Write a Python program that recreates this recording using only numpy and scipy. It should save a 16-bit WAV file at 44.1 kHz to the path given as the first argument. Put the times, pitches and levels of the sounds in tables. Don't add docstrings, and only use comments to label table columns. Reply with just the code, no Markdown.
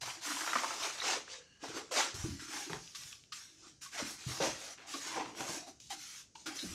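import sys
import numpy as np
from scipy import signal
from scipy.fft import rfft, irfft, next_fast_len
from scipy.io import wavfile
from scipy.ndimage import uniform_filter1d, map_coordinates

SR = 44100
rng = np.random.default_rng(int(sys.argv[2]) if len(sys.argv) > 2 else 0)


def int16_out(signal):
    q = np.round(np.clip(np.atleast_2d(signal).T, -1, 1) * 32767)
    wavfile.write(sys.argv[1], SR, q.astype(np.int16))


N = 297234

# start t/s, rise t/s, hold t/s, release t/s per 20 dB,
# hiss level/dB, rasp level/dB, drumming level/dB, treble offset level/dB
SHEET_PULLS = [ (0.009, 0.0074, 0.018, 0.07, -43, -49, -60.5, 1),
               (0.049, 0.0109, 0.0395, 0.21, -45.5, -46, -60.5, 3.5),
               (0.208, 0.0542, 0.143, 2.58, -41.5, -44, -62, 6.5),
               (0.45, 0.097, 0.226, 0.6557, -45, -44.5, -48, -4.5),
               (0.785, 0.0506, 0.0283, 0.1685, -40.5, -40.5, -51.5, 1.5),
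               (0.971, 0.008, 0.012, 0.06, -50, -48, -75, -10),
               (1.011, 0.0652, 0.0578, 0.11, -35.5, -35.5, -41, -7),
               (1.269, 0.049, 0.0267, 0.11, -47.5, -53.5, -65.5, -22),
               (1.59, 0.035, 0.01, 0.05, -61, -66, -64, -8),
               (1.615, 0.0268, 0.057, 0.37, -49.5, -50, -47.5, -6),
               (1.727, 0.0457, 0.0132, 0.07, -46, -43.5, -41, 0),
               (1.909, 0.013, 0.046, 0.0066, -40, -42.5, -48.5, 1),
               (1.937, 0.0498, 0.0226, 0.1323, -32, -31, -38, -3.5)]
# start t/s, rise t/s, hold t/s, release t/s per 20 dB,
# bristle hiss level/dB, scrape level/dB, board level/dB, treble offset level/dB
BRUSH_PUSHES = [ (2.139, 0.0128, 0.1096, 0.4, -47.5, -52.5, -58, 1),
                (2.386, 0.025, 0.015, 0.35, -50, -50, -78, 0),
                (2.47, 0.074, 0.07, 0.24, -44.5, -46, -55.5, 1),
                (2.691, 0.012, 0.057, 0.1166, -52.5, -52, -48, 1),
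                (2.782, 0.0204, 0.08, 0.62, -55, -66.5, -84.5, -3.5),
                (2.947, 0.0046, 0.167, 0.14, -51, -60, -73.5, 3),
                (3.321, 0.0064, 0.0445, 0.29, -49.5, -55.5, -83.5, 1),
                (3.56, 0.091, 0.02, 0.15, -58.5, -72, -68, -24),
                (3.655, 0.015, 0.012, 0.12, -61, -68, -68, -4),
                (3.81, 0.01355, 0.0178, 0.14, -49, -55, -78, 3.5),
                (3.91, 0.0475, 0.0102, 0.32, -47.5, -46.5, -60.5, 1),
                (3.97, 0.0153, 0.0292, 0.23, -44.5, -42.5, -58.5, 0.5),
                (4.04, 0.0402, 0.043, 0.11, -49, -58, -57.5, 9.5),
                (4.17, 0.041, 0.046, 1.5, -52, -54.5, -67, -2),
                (4.26, 0.0317, 0.1026, 0.08, -45.5, -49, -51.5, 2.5),
                (4.403, 0.022, 0.0441, 0.17, -38, -39, -38.5, -1.5),
                (4.553, 0.0608, 0.1203, 0.0358, -50.5, -53, -65, 2.5),
                (4.776, 0.004, 0.031, 0.75, -72.5, -57, -63.5, -12.5),
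                (4.862, 0.05, 0.141, 0.25, -46.5, -50.5, -61.5, 0.5),
                (5.018, 0.0524, 0.097, 0.14, -46.5, -46.5, -51, -1.5),
                (5.15, 0.015, 0.0466, 0.13, -54.5, -44.5, -40, -8),
                (5.239, 0.0194, 0.019, 0.41, -59, -56.5, -50, -5),
                (5.347, 0.0607, 0.0093, 0.29, -46, -46.5, -44, 4.5),
                (5.459, 0.0355, 0.0668, 0.14, -44, -49, -46.5, 1.5),
                (5.66, 0.02, 0.012, 0.07, -55, -63, -53, 1),
                (5.798, 0.004, 0.125, 0.6, -58, -84.5, -82, -4),
                (5.897, 0.0092, 0.0253, 0.07, -46.5, -47.5, -61.5, 4),
                (5.955, 0.06, 0.19, 0.08, -50.5, -57, -84, 2),
                (6.349, 0.0037, 0.0697, 0.18, -57.5, -72, -70.5, -10.5),
                (6.457, 0.0073, 0.0085, 0.2, -47.5, -45, -51.5, 3),
                (6.541, 0.018, .16, 3.5, -48, -52.5, -60, 3)]
# t/s, peak level/dB, pitch f/Hz, t60 t/s
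EDGE_CATCHES = [(0.032, -37, 838, 0.043), (0.075, -36.5, 790, 0.054), (0.101, -34, 2260, 0.044),
                (0.306, -33.5, 1353, 0.044), (0.408, -33, 1450, 0.051), (0.418, -31.5, 1450, 0.0266),
                (0.444, -33, 1250, 0.035), (0.475, -27.5, 1354, 0.0427), (0.490, -32, 1400, 0.057),
                (0.518, -31.5, 1270, 0.027), (0.532, -21, 1262, 0.015), (0.554, -22, 1205, 0.031),
                (0.558, -21.5, 1105, .03), (0.569, -25.5, 1420, 0.036), (0.584, -29, 2000, 0.035),
                (0.634, -23.5, 943, 0.047), (0.643, -26.5, 1050, 0.036), (0.706, -30, 980, 0.026),
                (0.738, -32.5, 900, 0.0242), (0.835, -29.5, 3880, 0.0275), (0.981, -38, 3800, 0.02),
                (1.0, -37, 2200, 0.014), (1.011, -36, 4500, 0.025), (1.017, -34, 1200, 0.04),
                (1.278, -40.5, 1640, 0.019), (1.636, -33, 701, 0.079)]
# t/s, level/dB, most excited f/Hz, ring level/dB, fall to -60 dB t/s
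BRUSH_LANDINGS = [(2.236, -55, 1130, 4, 0.04), (2.696, -50, 1162, 6.5, 0.036), (2.947, -42, 1160, -8, 0.06),
                  (3.32, -41, 1233, -3.5, 0.05), (3.86, -50.5, 1130, 4.5, 0.0313),
                  (4.401, -41, 532, 7, 0.125), (4.937, -40.5, 1133, 1, 0.057), (5.404, -43, 588, 5, 0.035),
                  (5.904, -45, 766, 4, 0.075), (6.354, -53.5, 970, 11, 0.0186),
                  (6.459, -41.5, 1362, -3, 0.073)]
# t/s, peak level/dB, pitch f/Hz, t60 t/s
GRIT_TICKS = [(2.143, -37, 6000, .012), (2.396, -41, 1550, .012), (2.697, -38, 1400, .01),
              (2.7315, -29, 1600, 0.008), (2.876, -41.5, 3020, 0.0076), (3.035, -35.5, 4500, 0.0064),
              (3.127, -39, 2740, 0.0125), (3.238, -46.5, 3600, 0.006), (3.992, -33, 4000, 0.0055),
              (4.784, -39.5, 1500, 0.012), (4.802, -44, 1300, .012), (5.259, -40, 1110, 0.014),
              (5.349, -42.5, 2000, 0.0146), (5.407, -33, 2520, 0.0105), (5.479, -38.5, 1117, 0.0099),
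              (5.8015, -43, 5200, 0.015), (6.354, -44.5, 3170, 0.034), (6.589, -32.5, 3970, 0.054)]
# t/s, level/dB, starting pitch f/Hz, t60 t/s
PANEL_FLOPS = [(0.02, -50, 145, 0.122), (0.06, -52, 125, 0.2), (0.17, -53, 320, 0.15),
               (0.262, -46.5, 314.4, 0.29), (0.299, -41.5, 309.6, 0.198), (0.411, -46, 329, 0.165),
               (0.555, -41, 250, 0.08), (1.628, -41.5, 290.6, 0.103), (1.687, -47, 134, 0.083),
               (2.14, -44, 370, 0.12), (2.194, -36.5, 81.2, 0.077), (2.241, -22.5, 135, 0.04),
               (2.247, -32, 340, 0.12), (2.285, -32.5, 205, 0.0735), (2.301, -37.5, 93.4, 0.14),
               (2.32, -41, 300, 0.13), (2.386, -45, 130, 0.06), (2.42, -40.5, 322.7, 0.06),
               (2.484, -44, 330, 0.1), (2.696, -38, 400, 0.09), (2.7, -42, 165, 0.3),
               (2.733, -40, 400, 0.08), (3.665, -52, 330, 0.11), (4.265, -28, 136, 0.0704),
               (4.402, -19, 480, 0.028), (4.406, -34, 160, 0.08), (4.94, -40.5, 320, 0.16),
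               (5.403, -38, 280, 0.067), (5.405, -42, 150, .08), (5.49, -42.5, 163.7, 0.125),
               (5.931, -54, 335.3, 0.26), (6.473, -39, 339.5, 0.155), (6.627, -39.5, 315, 0.179),
               (6.645, -38.5, 190, 0.19), (6.697, -45, 83.8, 0.143), (6.712, -46, 335, 0.16)]
# start t/s, length t/s, level/dB, from f/Hz, to f/Hz, width f/Hz
DRAG_SCUFFS = [(0.9995, 0.0055, -37, 3900, 3850, 600), (1.015, 0.012, -44, 2055, 1988, 400),
               (1.016, 0.012, -43, 4020, 4000, 500), (1.28, 0.15, -62, 500.1, 477.9, 80),
               (1.91, 0.0483, -44, 520.4, 660, 220), (1.955, 0.055, -41.5, 640, 700, 300),
               (2.517, 0.125, -55.5, 800, 770, 110), (2.515, 0.085, -54, 1000, 1080, 300),
               (2.53, 0.07, -56, 320, 345, 90), (2.664, 0.038, -51, 330, 357, 90),
               (3.095, 0.0594, -72, 1169, 1146, 80), (3.5, 0.19, -72, 325, 335, 70),
               (3.62, 0.07, -66, 1200, 1450, 500), (3.945, 0.031, -54, 750, 758, 200),
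               (3.976, 0.0477, -49.5, 1304, 1100, 500), (3.979, 0.047, -47, 786.7, 505, 302),
               (4.018, 0.0226, -43.5, 310, 230.8, 161), (4.432, 0.058, -39.5, 590, 550, 240),
               (4.58, 0.17, -60, 620, 700, 400), (4.94, 0.05, -56, 600, 680, 350),
               (4.8, 0.144, -65, 721.2, 763, 220), (5.102, 0.0553, -50.5, 993.6, 1015, 250),
               (5.157, .075, -45, 1021, 920.7, 300), (5.165, 0.0465, -45, 477.4, 539, 262),
               (5.55, 0.17, -61, 700, 680, 120), (5.685, 0.045, -60, 340, 325, 90),
               (6.5, 0.051, -56.5, 797.7, 791.4, 80), (6.562, 0.018, -48, 6110, 6090, 400),
               (6.587, 0.052, -47.5, 3900, 4050, 500)]
# f/Hz, width f/Hz, level/dB
WOOD_MODES = [(326.6, 40, -2), (426, 61, 15), (555, 60, -4), (772.5, 43.5, 5.5), (927.2, 68, 3),
              (1143.5, 53.6, -2.5), (1243.4, 30.7, -4), (1416, 49, -2.5), (1557, 68.4, 1), (2270, 41, -35),
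              (2750, 34, -8.5), (3450, 43, -20.5), (3760, 78, -18.5), (5000, 110, -11)]
# f/Hz, level/dB per Hz
PAPER_HISS_SPECTRUM = [(1200, -31.5), (2200, -1), (3500, -1.5), (4600, 0), (6000, 2.5), (7500, -3),
                       (10000, -13), (13000, -19), (15700, -37)]
# f/Hz, level/dB per Hz
PAPER_RASP_SPECTRUM = [(300, -37.5), (520, -13.5), (700, -1), (900, -1), (1400, -0.5), (1900, -4),
                       (3000, -12.5), (6000, -42)]
# f/Hz, level/dB per Hz
PAPER_CRACKLE_SPECTRUM = [(400, -34), (900, -4), (1500, -2), (3000, 0), (5500, -2.5), (8000, -12),
                          (15000, -39)]
# f/Hz, level/dB per Hz
PAPER_DRUM_SPECTRUM = [(60, -31.5), (140, -19), (190, -19), (250, -5), (320, 4), (420, 3), (560, -1),
                       (800, -25), (1500, -60.5)]
# f/Hz, level/dB per Hz
BRISTLE_SPECTRUM = [(500, -48), (1300, -30.5), (2500, -6.5), (3600, -4.5), (4800, -1.5), (5900, 2),
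                    (7000, -1.5), (8500, -8.5), (10000, -12), (12500, -18), (15700, -36)]
# f/Hz, level/dB per Hz
SCRAPE_SPECTRUM = [(450, -51), (750, -14.5), (1000, -7.5), (1180, -1), (1500, 1), (1850, 1), (2300, 1),
                   (3000, -3), (4200, -5.5), (8000, -43)]
# f/Hz, level/dB per Hz
BOARD_SPECTRUM = [(50, -21), (130, -7), (220, -3.5), (325, 8), (410, -6), (510, -3.5), (650, 1.5),
                  (800, 1.5), (1000, 1), (1250, -6.5), (2000, -56)]
# f/Hz, level/dB per Hz
AIR_SPECTRUM = [(20, -20), (60, -1.5), (130, 0), (300, -7), (600, -15), (1100, -27.5), (1600, -19),
                (3000, -32.5), (6000, -10.5), (10000, -31), (15000, -63)]
# f/Hz, t60 t/s
ROOM_DECAY = [(150, 0.449), (1500, 0.25), (6000, 0.194), (14000, 0.0397)]
# f/Hz, width f/Hz, level/dB
HOLLOW_BANDS = [(1000, 900, -10), (1650, 160, 8.5), (2850, 240, 5), (4400, 380, 1), (6100, 800, -4),
                (2400, 2500, -10)]
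# t/s, peak level/dB, pitch f/Hz
EDGE_CHATTER = [(0.24, -40, 1420), (0.3, -35, 1340), (0.38, -35.5, 1137), (0.46, -36, 1270),
                (0.52, -42, 1250), (0.58, -40, 1220), (0.68, -39.5, 984), (0.76, -41.5, 850)]
# f/Hz, level/dB per Hz
SLAP_SPECTRUM = [(700, -49.5), (1300, -14), (2400, 0), (3600, 1.5), (4800, 3.5), (6000, 0), (7500, -11.5),
                 (10000, -30.5), (15700, -36.5)]
# f/Hz, level/dB per Hz
GRIT_SPECTRUM = [(300, -30), (800, -6), (1500, 0), (3000, -2), (6000, -4), (9000, -16), (15000, -40)]
# start t/s, rise t/s, hold t/s, release t/s per 20 dB, level/dB
BENCH_RUMBLES = [(2.135, .015, .03, .06, -53), (2.3, .03, .02, .06, -55), (2.72, .03, .04, .08, -61),
                 (2.97, .03, .06, .08, -65), (4.01, .02, .03, .08, -57), (4.27, .015, .02, .06, -51),
                 (4.46, .03, .05, .06, -59), (5.83, .02, .04, .1, -68), (6.63, .03, .05, .15, -56)]
# f/Hz, level/dB per Hz
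BENCH_SPECTRUM = [(30, -24), (60, -3), (100, -1), (140, 1), (190, -9), (300, -22), (600, -55)]

TOP_HZ = 15750
RISE_POWER, SAG_DB_PER_S = 0.72, 9.5
REBOUND_S, REBOUND_LOSS_DB = .024, 13.5


def amp(db):
    return 10 ** (np.asarray(db) / 20)


def unit(x):
    return x / np.sqrt(np.mean(x ** 2) + 1e-20)


def along(points, hz):
    f, v = np.transpose(points)
    return np.interp(np.log(hz + 1), np.log(f + 1), v)


def add(track, s, sound):
    part = track[max(round(s * SR), 0):][:len(sound)]
    part += sound[:len(part)]


def filtered(x, response):
    m = next_fast_len(len(x) + SR // 4)
    return irfft(rfft(x, m) * response(np.fft.rfftfreq(m, 1 / SR)), m)[:len(x)]


def resonance(f, hz, width_hz):
    return 1j * f * width_hz / (hz * hz - f * f + 1j * f * width_hz)


def wobble(size, rate):
    knots = rng.standard_normal(int(size * rate / SR) + 4)
    return map_coordinates(knots, [np.arange(size) * rate / SR])


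def slips(size, rate, spread_db):
    hit = rng.random(size) < rate / SR
    strength_db = spread_db * np.minimum(rng.exponential(size=size), 5)
    return hit * rng.choice([-1, 1], size) * amp(strength_db)


def shifting(x, depth_db, size, count):
    z = signal.stft(x, nperseg=512)[2]
    field = uniform_filter1d(rng.standard_normal(z.shape), size=size, axis=0)
    field = uniform_filter1d(field, size=count, axis=1)
    return signal.istft(z * amp(depth_db * unit(field)), nperseg=512)[1][:len(x)]


def rub(spectrum, rate, spread_db, judder_db, judder_hz, shift_db, body=np.ones_like, size=2, count=14):
    impulses = slips(N, rate, spread_db)
    grains = filtered(impulses, lambda f: amp(along(spectrum, f)) * body(f))
    grains = shifting(grains, shift_db, size, count)
    grains /= np.sqrt(np.abs(uniform_filter1d(grains ** 2, size=SR // 12)) + 1e-12)
    return grains * unit(amp(judder_db * wobble(N, judder_hz)))


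def effort(moves, levels_db, steepness):
    power, t = np.zeros(N), np.arange(SR) / SR
    for (s, rise, hold, release, *_), db in zip(moves, levels_db):
        sag_db = SAG_DB_PER_S * np.maximum(t - rise, 0)
        release_db = 20 * np.maximum(t - rise - hold, 0) / release
        contact = np.minimum(t / rise, 1) ** RISE_POWER * amp(-sag_db - release_db)
        add(power, s, (amp(db) * contact ** steepness) ** 2)
    return np.sqrt(power)


def hissing(hiss, moves, hiss_db, top_offset_db, top_steepness):
    top = filtered(hiss, lambda f: 1 - 1 / (1 + (f / 9000) ** 8))
    lower = (hiss - top) * effort(moves, hiss_db, steepness=0.993)
    return lower + top * effort(moves, hiss_db + top_offset_db, top_steepness)


def burst(t, t60, attack):
    return amp(-60 * t / t60) * (1 - np.exp(-t / attack))


def snaps(rows, width):
    out, t = np.zeros(N), np.arange(SR // 6) / SR
    for s, db, hz, t60 in rows:
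        def colour(f):
            return resonance(f, hz, width * hz) * resonance(f, hz, 4.1 * hz) / (1 + 1j * f / 6000) ** 2
        snap = filtered(rng.standard_normal(len(t)) * burst(t, t60, 0.000294), colour)
        add(out, s, amp(db) * snap / np.abs(snap).max())
    return out


def wood(f):
    modes = sum(amp(db) * resonance(f, hz, width_hz) for hz, width_hz, db in WOOD_MODES)
    return 2.67 + modes


def room_air():
    return amp(-69.2) * unit(filtered(rng.standard_normal(N), lambda f: amp(along(AIR_SPECTRUM, f))))


def workshop(x):
    hz, t, z = signal.stft(rng.standard_normal(SR // 3), SR, nperseg=256)
    decay = amp(-60 * t / along(ROOM_DECAY, hz)[:, None])
    tail = signal.istft(z * decay, SR, nperseg=256)[1]
    return signal.fftconvolve(x, np.pad(tail / np.linalg.norm(tail), (SR // 200, 0)))[:N]


def sheet():
    *_, hiss_db, rasp_db, drum_db, top_offset_db = np.transpose(SHEET_PULLS)
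    hiss = rub(PAPER_HISS_SPECTRUM, rate=9000, spread_db=1.5, judder_db=0.51, judder_hz=91.5,
               shift_db=2.3, size=3, count=8)
    rasp = rub(PAPER_RASP_SPECTRUM, rate=2000, spread_db=0.0, judder_db=1.27, judder_hz=109.8,
               shift_db=3.0, count=6)
    drum = rub(PAPER_DRUM_SPECTRUM, rate=900, spread_db=2.5, judder_db=2.5, judder_hz=40.02,
               shift_db=2.5, count=8)
    crackle = rub(PAPER_CRACKLE_SPECTRUM, rate=700, spread_db=2.5, judder_db=1.5, judder_hz=59,
                  shift_db=4.5, size=6, count=2)
    edge = amp(-2.5) * rasp + amp(-11.0) * crackle
    return (hissing(hiss, SHEET_PULLS, hiss_db, top_offset_db, top_steepness=1.54)
            + edge * effort(SHEET_PULLS, rasp_db, steepness=1.2)
            + amp(-5.5) * drum * effort(SHEET_PULLS, drum_db, steepness=1.0))


def flop(db, hz, t60):
    t = np.arange(SR // 3) / SR
    sag = 0.11 * (1 - np.exp(-t / 0.0358))
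    pitch = hz * (1 - sag + 0.0644 * wobble(len(t), 129))
    note = amp(3.0 * wobble(len(t), 147.2)) * np.sin(2 * np.pi * np.cumsum(pitch) / SR)
    shudder = unit(filtered(rng.standard_normal(len(t)), lambda f: resonance(f, 0.86 * hz, hz) ** 3))
    decay = burst(t, t60, 0.00351)
    sound = (note + amp(-19.0) * shudder) * decay
    return amp(db - 1.5) * sound * np.linalg.norm(decay) / np.linalg.norm(sound)


def flops():
    out = np.zeros(N)
    for s, db, hz, t60 in PANEL_FLOPS:
        add(out, s, flop(db, hz, t60))
        add(out, s + REBOUND_S, flop(db - REBOUND_LOSS_DB, hz, t60))
    return out


def catches():
    return snaps(EDGE_CATCHES, width=.3)


def chatter():
    s, db, hz = np.transpose(EDGE_CHATTER)
    gap, strength_db, detune = (rng.standard_normal((60, 3)) * [.35, 1.5, .1]).T
    times = s[0] + np.cumsum(.016 * np.exp(gap))
    levels_db = np.interp(times, s, db) + strength_db
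    pitches = np.interp(times, s, hz) * np.exp(detune)
    rows = np.transpose([times, levels_db, pitches, np.full(len(times), .03)])
    return snaps(rows[times < s[-1]], width=0.24)


def scuffs():
    out, t = np.zeros(N), np.arange(SR // 5) / SR
    for s, length, db, from_hz, to_hz, width_hz in DRAG_SCUFFS:
        u = np.minimum(t / length, 1)
        phase = 2 * np.pi * np.cumsum(from_hz * (to_hz / from_hz) ** u) / SR
        a, b = (filtered(noise, lambda f: 1 / (1 + (2 * f / width_hz) ** 4))
                for noise in rng.standard_normal((2, len(t))))
        arch = np.sqrt(4 * u * (1 - u))
        band = (a * np.cos(phase) + b * np.sin(phase)) * arch
        add(out, s, amp(db) * unit(band[u < 1]))
    return out


def hollow_hiss():
    bands = np.zeros(N)
    for hz, width_hz, db in HOLLOW_BANDS:
        band = filtered(rng.standard_normal(N), lambda f: amp(db) * resonance(f, hz, width_hz) ** 2)
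        bands += band * amp(2.8 * wobble(N, 45.28))
    fade = np.interp(np.arange(N) / SR, [1.3, 1.42, 1.63, 1.7], [0, 1, 1, 0])
    return amp(-66.8) * unit(bands) * fade


def rumble():
    shudder = rub(BENCH_SPECTRUM, rate=900, spread_db=1.5, judder_db=1.5, judder_hz=25, shift_db=1.5)
    return shudder * effort(BENCH_RUMBLES, np.transpose(BENCH_RUMBLES)[-1], steepness=1.0)


def brush():
    *_, hiss_db, scrape_db, board_db, top_offset_db = np.transpose(BRUSH_PUSHES)
    hiss = rub(BRISTLE_SPECTRUM, rate=12000, spread_db=1.74, judder_db=.5, judder_hz=68.65, shift_db=3.0)
    scrape = rub(SCRAPE_SPECTRUM, rate=3000, spread_db=2, judder_db=0.97, judder_hz=80.77,
                 shift_db=3.0, body=lambda f: wood(f) + 0.54, count=10)
    board = rub(BOARD_SPECTRUM, rate=2600, spread_db=1.8, judder_db=0.8, judder_hz=59.0,
                shift_db=3.0, body=wood)
    return (hissing(hiss, BRUSH_PUSHES, hiss_db, top_offset_db, top_steepness=1.39)
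            + amp(-1.6) * scrape * effort(BRUSH_PUSHES, scrape_db, steepness=1.293)
            + amp(-.5) * board * effort(BRUSH_PUSHES, board_db, steepness=1.615))


def grit():
    *_, scrape_db, _, _ = np.transpose(BRUSH_PUSHES)
    grains = rub(GRIT_SPECTRUM, rate=260, spread_db=3, judder_db=3, judder_hz=30,
                 shift_db=4, body=wood, size=4, count=3)
    return amp(-13.0) * grains * effort(BRUSH_PUSHES, scrape_db, steepness=1.0)


def ticks():
    return snaps(GRIT_TICKS, width=.45)


def landings():
    out, t = np.zeros(N), np.arange(SR // 3) / SR
    for s, db, pitch_hz, ring_db, duration in BRUSH_LANDINGS:
        slap = unit(filtered(rng.standard_normal(len(t)), lambda f: amp(along(SLAP_SPECTRUM, f))))
        ring = np.zeros(len(t))
        for hz, width_hz, mode_db in WOOD_MODES:
            share = .18 * (hz > pitch_hz) + np.exp(-(np.log2(hz / pitch_hz) / 0.116) ** 2)
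            jostle = 0.97 * wobble(len(t), 2 * width_hz)
            phase = 2 * np.pi * (hz * t + rng.random()) + jostle
            ring += share * amp(mode_db) * np.sin(phase)
        swell = amp(-60 * (t / duration) ** 2) * (1 - np.exp(-t / .0025))
        add(out, s, amp(db - 1.5) * swell * (slap + amp(ring_db) * unit(ring)))
    return out


def scene():
    rubbing = sheet() + brush() + grit()
    knocks = catches() + chatter() + scuffs() + ticks() + landings()
    thuds = flops() + rumble()
    room = workshop(amp(-14.5) * rubbing + amp(-11.0) * knocks + amp(-14.0) * thuds)
    mono = rubbing + knocks + thuds + room + hollow_hiss() + room_air()
    return np.array([mono, mono])


def record(dry):
    return np.array([filtered(channel, lambda f: f < TOP_HZ) for channel in dry])


dry = scene()
out = record(dry)
int16_out(out)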